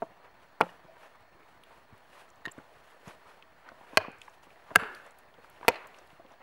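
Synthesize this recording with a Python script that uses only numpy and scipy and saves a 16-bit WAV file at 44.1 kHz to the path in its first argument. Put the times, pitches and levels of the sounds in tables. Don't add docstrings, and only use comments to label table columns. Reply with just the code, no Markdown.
import sys
import numpy as np
from scipy import signal
from scipy.io import wavfile
from scipy.ndimage import uniform_filter1d

SR = 44100
rng = np.random.default_rng(int(sys.argv[2]) if len(sys.argv) > 2 else 0)


def to_linear_factor(level_db):
    exponent = np.asarray(level_db, float) / 20
    return 10 ** exponent


def transcribe(signal):
    frames = np.atleast_2d(signal).T
    limited = np.clip(frames, -1, 1)
    pcm = np.round(limited * 32767).astype(np.int16)
    wavfile.write(sys.argv[1], SR, pcm)


N = 283122
RUMBLE_CUT = signal.butter(2, 110, "highpass", fs=SR)


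def evened(x):
    return x / np.sqrt(np.mean(abs(x) ** 2) + 1e-20)


def read(points, hz):
    f, value = np.transpose(points)
    return np.interp(np.log(hz + 1), np.log(f + 1), value)


def add(mix, s, sound):
    part = mix[round(s * SR):][:len(sound)]
    part += sound[:len(part)]


def ring(modes, seconds=.4, rise=0.2):
    t = np.arange(round(seconds * SR)) / SR
    total = np.zeros(len(t))
    for hz, db, t60 in modes:
        fading = to_linear_factor(db - 60 * t / t60)
        swelling = (1 - np.exp(-t * hz / rise)) ** 2
        total += fading * swelling * np.sin(2 * np.pi * hz * t)
    return total


def bite(shudder_db, t60):
    t = np.arange(1500) / SR
    jolts = rng.standard_normal(len(t)) * (rng.random(len(t)) < .06)
    force = to_linear_factor(shudder_db - 60 * t / t60) * jolts
    force[0] = 1
    return force


def glide(rows, rough, size):
    s, hz, db = np.transpose(rows)
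    t = np.arange(N) / SR
    waver = 1 + rough * evened(uniform_filter1d(rng.standard_normal(N), size=size))
    level = to_linear_factor(np.interp(t, s, db, -120, -120))
    phase = 2 * np.pi * np.cumsum(np.interp(t, s, hz)) / SR
    return level * waver * np.sin(phase)


def noise(spectrum, patchy_db, flicker_db):
    edge_hz = 15760
    frames, hz = N // 128 + 5, np.fft.rfftfreq(512, 1 / SR)
    a, b, patches = rng.standard_normal((frames, 257, 3)).T
    patches = uniform_filter1d(patches, size=4, axis=0)
    patches = evened(uniform_filter1d(patches, size=16, axis=1))
    flicker = evened(uniform_filter1d(rng.standard_normal(frames), size=4))
    level_db = read(spectrum, hz)[:, None] + patchy_db * patches + flicker_db * flicker
    z = (a + 1j * b) * (hz < edge_hz)[:, None] * to_linear_factor(level_db)
    return evened(signal.istft(z, nperseg=512, noverlap=384)[1][:N])


BLOW_TIMES = [.0213, .6058, 3.9724, 4.7541, 4.7584, 5.6817]
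# (blow level/dB, ground bounce level/dB, splinter crack level/dB, yard level/dB)
BLOWS = [
    (-18.5, -2, -39, -29),
    (-18.5, 15.5, -25, -28),
    (1, -9, -11, -32),
    (-24.5, -37, -8, -39),
    (0.5, -19.5, -3.5, -26.5),
    (0.5, -2.5, -8.5, -34.5),
]
CEILINGS = [0, 0, -5.5, 0, -3, -7]
# (f/Hz, level/dB, t60/s)
DULL_WOOD = [(700, 0, .014), (1150, -12, .015), (450, -10, .04), (660, -14, .06), (900, -16, .04),
             (285, -14, .05), (150, -16, .06)]
LOOSE_WOOD = [(880, 3, 0.0085), (481, -13, 0.043), (1363, -14.5, 0.038), (1870, -29, 0.049),
              (2800, -31, 0.0072), (690, -18.5, 0.054), (1130, -7.5, 0.013), (175, -35.5, 0.23),
              (196, -48, 0.1), (332, -45, 0.12)]
FIRM_WOOD = [(2500, 0, .006), (1630, -8, .017), (1050, -9, .02), (2050, -12, .015), (4300, -4, .005),
             (780, -10, .022), (640, -14, .045), (440, -31, .08), (95, -28, .12), (2950, -14, .012),
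             (2450, -50, .5), (3600, -14, .005)]
HARD_WOOD = [(1600, 0, .017), (2630, -5, .008), (1350, -8, .022), (2100, -6, .012), (1000, -14, .015),
             (740, -14, .03), (440, -28, .08), (100, -26, .1), (3400, -10, .006), (170, -26, .08),
             (560, -22, .03), (5950, -12, .004), (4300, -14, .004)]
DEEP_WOOD = [(780, 5, .0055), (2500, 7, .003), (4200, -1, .0025), (3400, -6, .003), (920, -19, .035),
             (500, -17, .05), (2050, -20, .025), (1500, -16, .02), (100, -30, .12), (2500, -26, .02),
             (620, -24, .03), (1150, -22, .02)]


def chops():
    bounce_s = .0044
    out = np.zeros(N)
    splinters = signal.butter(2, [2500, 11000], "bandpass", fs=SR)
    woods = [DULL_WOOD, LOOSE_WOOD, FIRM_WOOD, HARD_WOOD, HARD_WOOD, DEEP_WOOD]
    for s, row, ceiling_db, modes in zip(BLOW_TIMES, BLOWS, CEILINGS, woods):
        db, bounce_db, crack_db, yard_db = row
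        body = signal.lfilter(*RUMBLE_CUT, ring(modes))
        wood = signal.fftconvolve(body, bite(-25, .04))
        t = np.arange(len(wood)) / SR
        tearing = to_linear_factor(-60 * t / 0.005) + to_linear_factor(-42.5 - 60 * t / .04)
        fibres = signal.lfilter(*splinters, rng.standard_normal(len(t))) * tearing
        blow = to_linear_factor(db) * (wood + to_linear_factor(crack_db + 0.5) * fibres)

        heard = blow.copy()
        add(heard, bounce_s, to_linear_factor(bounce_db) * blow)
        ceiling = to_linear_factor(ceiling_db)
        add(out, s, np.clip(heard, -ceiling, ceiling))

        start = blow[:200] * np.hanning(400)[200:]
        add(out, s, to_linear_factor(yard_db + 3) * signal.fftconvolve(start, yard()))
    return out


# (f/Hz, t60/s)
YARD_FADE = [(100, 0.17), (400, 0.37), (1500, .7), (3000, 0.48), (6000, .3)]
# (f/Hz, level/dB)
YARD_COLOUR = [(100, -2), (400, -4), (1500, -3), (3000, -4), (5000, -10), (12000, -13.5)]


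def yard(first_s=0.017, swell_s=0.023):
    taps = np.zeros(SR)
    slots = np.arange(0, SR - 20, 20)
    at = slots + rng.integers(0, 20, len(slots))
    taps[at] = rng.choice([-1., 1.], len(slots)) * rng.uniform(.3, 1.7, len(slots))
    hz, t, z = signal.stft(taps, SR, nperseg=256)
    level_db = read(YARD_COLOUR, hz)[:, None] - 60 * t / read(YARD_FADE, hz)[:, None]
    tail = signal.istft(z * to_linear_factor(level_db), SR, nperseg=256)[1]
    swell = (np.arange(len(tail)) / SR - first_s) / swell_s
    tail *= np.clip(swell, 0, 1) ** 1.8
    return tail / np.linalg.norm(tail)


# (t/s, peak level/dB, f/Hz)
BUMPS = [(0.031, -29.5, 640), (0.622, -22, 523), (0.636, -29, 820), (0.666, -38.5, 560), (1.03, -47, 1370),
         (2.473, -30.5, 424), (2.481, -32.5, 1800), (2.581, -34, 294), (3.812, -42.5, 900),
         (3.718, -39.5, 614), (3.933, -35.5, 510), (4.015, -38, 700), (4.049, -30.5, 1030),
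         (4.083, -29, 455), (4.469, -45.5, 510), (4.706, -36.5, 1000), (4.714, -32.5, 634),
         (4.822, -35, 218), (4.835, -29.5, 1440), (5.612, -37.5, 750), (5.63, -34.5, 960),
         (5.648, -34, 800), (5.7, -24, 560), (5.72, -41.5, 2500), (5.744, -41, 2700), (5.755, -35, 1100),
         (5.758, -39, 2570)]
# (t/s, peak level/dB, f/Hz)
THUDS = [(0.69, -44, 1800), (0.847, -45, 328), (0.968, -46, 950), (1.925, -43.5, 108), (3.073, -38, 184),
         (5.383, -46.5, 468), (5.859, -44, 1080), (5.978, -53, 597), (6.129, -50, 175), (6.197, -44.5, 674),
         (6.249, -46, 530), (6.312, -49, 534), (6.404, -54.5, 558)]


def bumps():
    out = np.zeros(N)
    for rows, t60 in [(BUMPS, 0.033), (THUDS, 0.063)]:
        for s, db, hz in rows:
            modes = [(hz, 0, .4 * t60), (1.6 * hz, -4, .3 * t60), (.6 * hz, -5, .4 * t60),
                     (900, -12, .006), (1800, -16, .004)]
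            knock = np.convolve(bite(-12.5, 0.07), ring(modes, .15))
            add(out, s, to_linear_factor(db + 1) * knock / abs(knock).max())
    return out


# (f/Hz, level/dB, t60/s)
STEEL = [(1830, 0, .025), (3700, -7, .007), (2800, -8, .006), (6300, -16, .004), (9800, -18, .004)]
# (t/s, level/dB)
CLINKS = [
    (2.4474, -49),
    (2.4543, -27),
    (2.4607, -26),
]


def clinks():
    out = np.zeros(N)
    for s, db in CLINKS:
        add(out, s, to_linear_factor(db) * np.convolve(bite(-20, .03), ring(STEEL, .1, rise=.06)))
    return out


# (t/s, f/Hz, level/dB)
SQUEAK = [(2.513, 7100, -60), (2.516, 7200, -50), (2.5195, 7600, -50), (2.522, 11500, -57),
          (2.524, 13000, -70)]


def squeak():
    return glide(SQUEAK, rough=.7, size=40)


# (t/s, f/Hz, level/dB)
WHIRR = [(4.79, 480, -58), (4.83, 453, -48), (4.9, 395.4, -53.5), (4.969, 332, -63.5), (5.05, 308, -89)]


def whirr():
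    return glide(WHIRR, rough=.8, size=150)


# (t/s, f/Hz, level/dB)
CREAK = [(.872, 640, -60), (.885, 646, -55), (.93, 658, -55), (.95, 654, -73)]


def creak():
    return glide(CREAK, rough=0.66, size=200)


# (t/s, peak level/dB, f/Hz)
TICKS = [(0.612, -36, 5140), (1.207, -67, 10300), (1.637, -57, 10300), (1.9794, -62, 10600),
         (2.291, -62, 7570), (2.3022, -55, 7200), (2.358, -63, 6940), (2.582, -60, 8210), (3.08, -49, 5940),
         (4.117, -56, 7540), (4.1849, -61, 7520), (4.2158, -48.5, 7450), (4.252, -59, 5900),
         (4.297, -58, 6200), (4.4318, -59, 6640), (4.95, -49, 10500), (5.064, -56.5, 7900),
         (5.108, -56.5, 7910), (5.119, -60, 9350), (5.1865, -52, 10800), (5.4994, -52.5, 9900),
         (5.6903, -36, 6470), (5.698, -51, 4500), (5.7055, -52, 6350), (5.871, -52, 7550),
         (5.872, -54, 13000), (5.987, -50, 6270), (6.0724, -61, 10100), (6.32, -60.5, 6000)]
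# (t/s, peak level/dB, f/Hz)
CHIPS = [(0.6134, -22, 2490), (1.6362, -47.5, 2880), (2.586, -45, 1300), (3.424, -46.5, 2580),
         (3.6885, -40, 1450), (3.689, -55, 4400), (4.279, -45, 1890), (4.281, -42, 940),
         (5.4455, -45, 1280), (5.649, -37.5, 1190), (4.2165, -39, 2920), (4.5047, -52.5, 2580),
         (4.948, -46, 4200), (5.3406, -54, 3200), (5.562, -54, 2780), (5.944, -49.5, 2880),
         (6.075, -58, 4260), (6.103, -54.5, 3050), (6.263, -58, 2850)]


def ticks():
    out, t = np.zeros(N), np.arange(800) / SR
    for rows, fade_s in [(TICKS, .002), (CHIPS, .0025)]:
        for s, db, hz in rows:
            band = signal.butter(2, [hz / 1.22, min(hz * 1.22, .45 * SR)], "bandpass", fs=SR)
            crackle = signal.lfilter(*band, rng.standard_normal(800) * np.exp(-t / fade_s))
            add(out, s, to_linear_factor(db + 3) * crackle / abs(crackle).max())
    return out


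# (peak t/s, swish level/dB, hiss over swish level/dB, length t/s)
RUBS = [(.04, -67.5, -2.5, .15), (0.252, -55, -20, 0.13), (0.43, -64, -7, 0.18), (1.035, -55.5, -9, 0.19),
        (1.226, -62.5, -17, 0.11), (1.493, -61.5, -9, .14), (1.732, -58.5, -11, 0.31),
        (1.974, -61, -15, 0.11), (2.153, -57, -7.5, 0.28), (2.207, -55, -8, 0.12), (2.58, -61, -11, 0.6),
        (2.774, -62, -7, 0.24), (2.9, -59.5, -6.5, 0.21), (3.088, -50, -7, .14), (3.29, -56, -10, 0.28),
        (3.685, -53, -31, 0.11), (4.244, -59, -6.5, 0.21), (4.34, -67, 0.5, .1), (4.438, -58.5, -2, 0.036),
        (4.518, -64, -5, .12), (4.96, -56.5, -7, .3), (5.07, -55, -14, 0.13), (5.193, -62.5, -5, 0.068),
        (5.442, -58, -9, 0.06), (5.819, -54.5, -20, .15), (5.967, -55, -12.5, 0.33), (6.12, -66, -3, .15),
        (6.314, -58, -13, 0.15), (6.42, -49.5, -30, 0.042)]
# (t/s, downswing level/dB, recoil level/dB, recoil hiss over swish level/dB)
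SWINGS = [
    (.61, -71, -50, -13),
    (3.97, -54, -44.5, -25.5),
    (4.757, -56.5, -43, -22.5),
    (5.68, -55, -42, -22),
]
# (f/Hz, level/dB per Hz)
HISS = [(1500, -29), (2500, 13), (4500, 2.5), (7500, -2.5), (11500, -2.5), (14000, -11.5), (16500, -26)]
# (f/Hz, level/dB per Hz)
SWISH = [(100, -42.5), (250, -14.5), (450, 1), (1000, 2), (2000, -4.5), (4000, -22.5), (8000, -48.5)]


def jacket():
    rub_fall_db = 27.5
    downswing_db_per_s, downswing_hiss_db = 39.5, -11.5
    recoil_lag_s, recoil_db_per_s = 0.029, 90.5
    t = np.arange(0, N, 32) / SR
    moves = []  # (swish level in dB over time, hiss over swish in dB)
    for s, db, hiss_db, length in RUBS:
        moves.append((db - rub_fall_db * abs(t - s) / length, hiss_db))
    for s, down_db, recoil_db, hiss_db in SWINGS:
        downswing = np.where(t < s, down_db - downswing_db_per_s * (s - t), -200)
        moves.append((downswing, downswing_hiss_db))
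        after = t - s - recoil_lag_s
        recoil = recoil_db - np.where(after > 0, recoil_db_per_s * after, -600 * after)
        moves.append((recoil, hiss_db))

    swish = np.sqrt(sum(to_linear_factor(2 * db) for db, _ in moves))
    hiss = np.sqrt(sum(to_linear_factor(2 * (db + hiss_db)) for db, hiss_db in moves))
    swish, hiss = (np.repeat(level, 32)[:N] for level in (swish, hiss))
    bright = hiss * noise(HISS, patchy_db=1.2, flicker_db=1.5)
    return bright + swish * noise(SWISH, patchy_db=1.8, flicker_db=2.2)


# (f/Hz, level/dB per Hz)
TRAFFIC = [(18, -35), (30, -1.5), (167, -14), (500, -11), (700, -7.5), (1800, -14.5), (6720, -36.5),
           (15000, -42)]
# (f/Hz, width f/Hz, level/dB)
DRONES = [(647, 25, -72.5), (970, 60, -73.5), (1800, 80, -74), (4300, 100, -83)]


def traffic():
    out = to_linear_factor(-61.5) * noise(TRAFFIC, patchy_db=2.0, flicker_db=1.25)
    for hz, width, db in DRONES:
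        narrow = signal.iirpeak(hz, hz / width, SR)
        out += to_linear_factor(db) * evened(signal.lfilter(*narrow, rng.standard_normal(N)))
    return out


def scene():
    near = chops() + ticks() + signal.lfilter(*RUMBLE_CUT, bumps() + clinks())
    sliding = squeak() + whirr() + creak()
    far = jacket() + traffic()
    return (near + sliding + far)[None]


def band_limit(x):
    return signal.sosfilt(signal.butter(12, 17130, fs=SR, output="sos"), x)


def record(dry):
    whine_hz, whine_db, offset = 15688, -84, .0006
    t = np.arange(N) / SR
    whine = np.sqrt(2) * to_linear_factor(whine_db) * np.sin(2 * np.pi * whine_hz * t)
    limited = signal.oaconvolve(dry, signal.firwin(101, 16500, fs=SR)[None], "same")
    return band_limit(limited + whine + offset)


dry = scene()
out = record(dry)
transcribe(out)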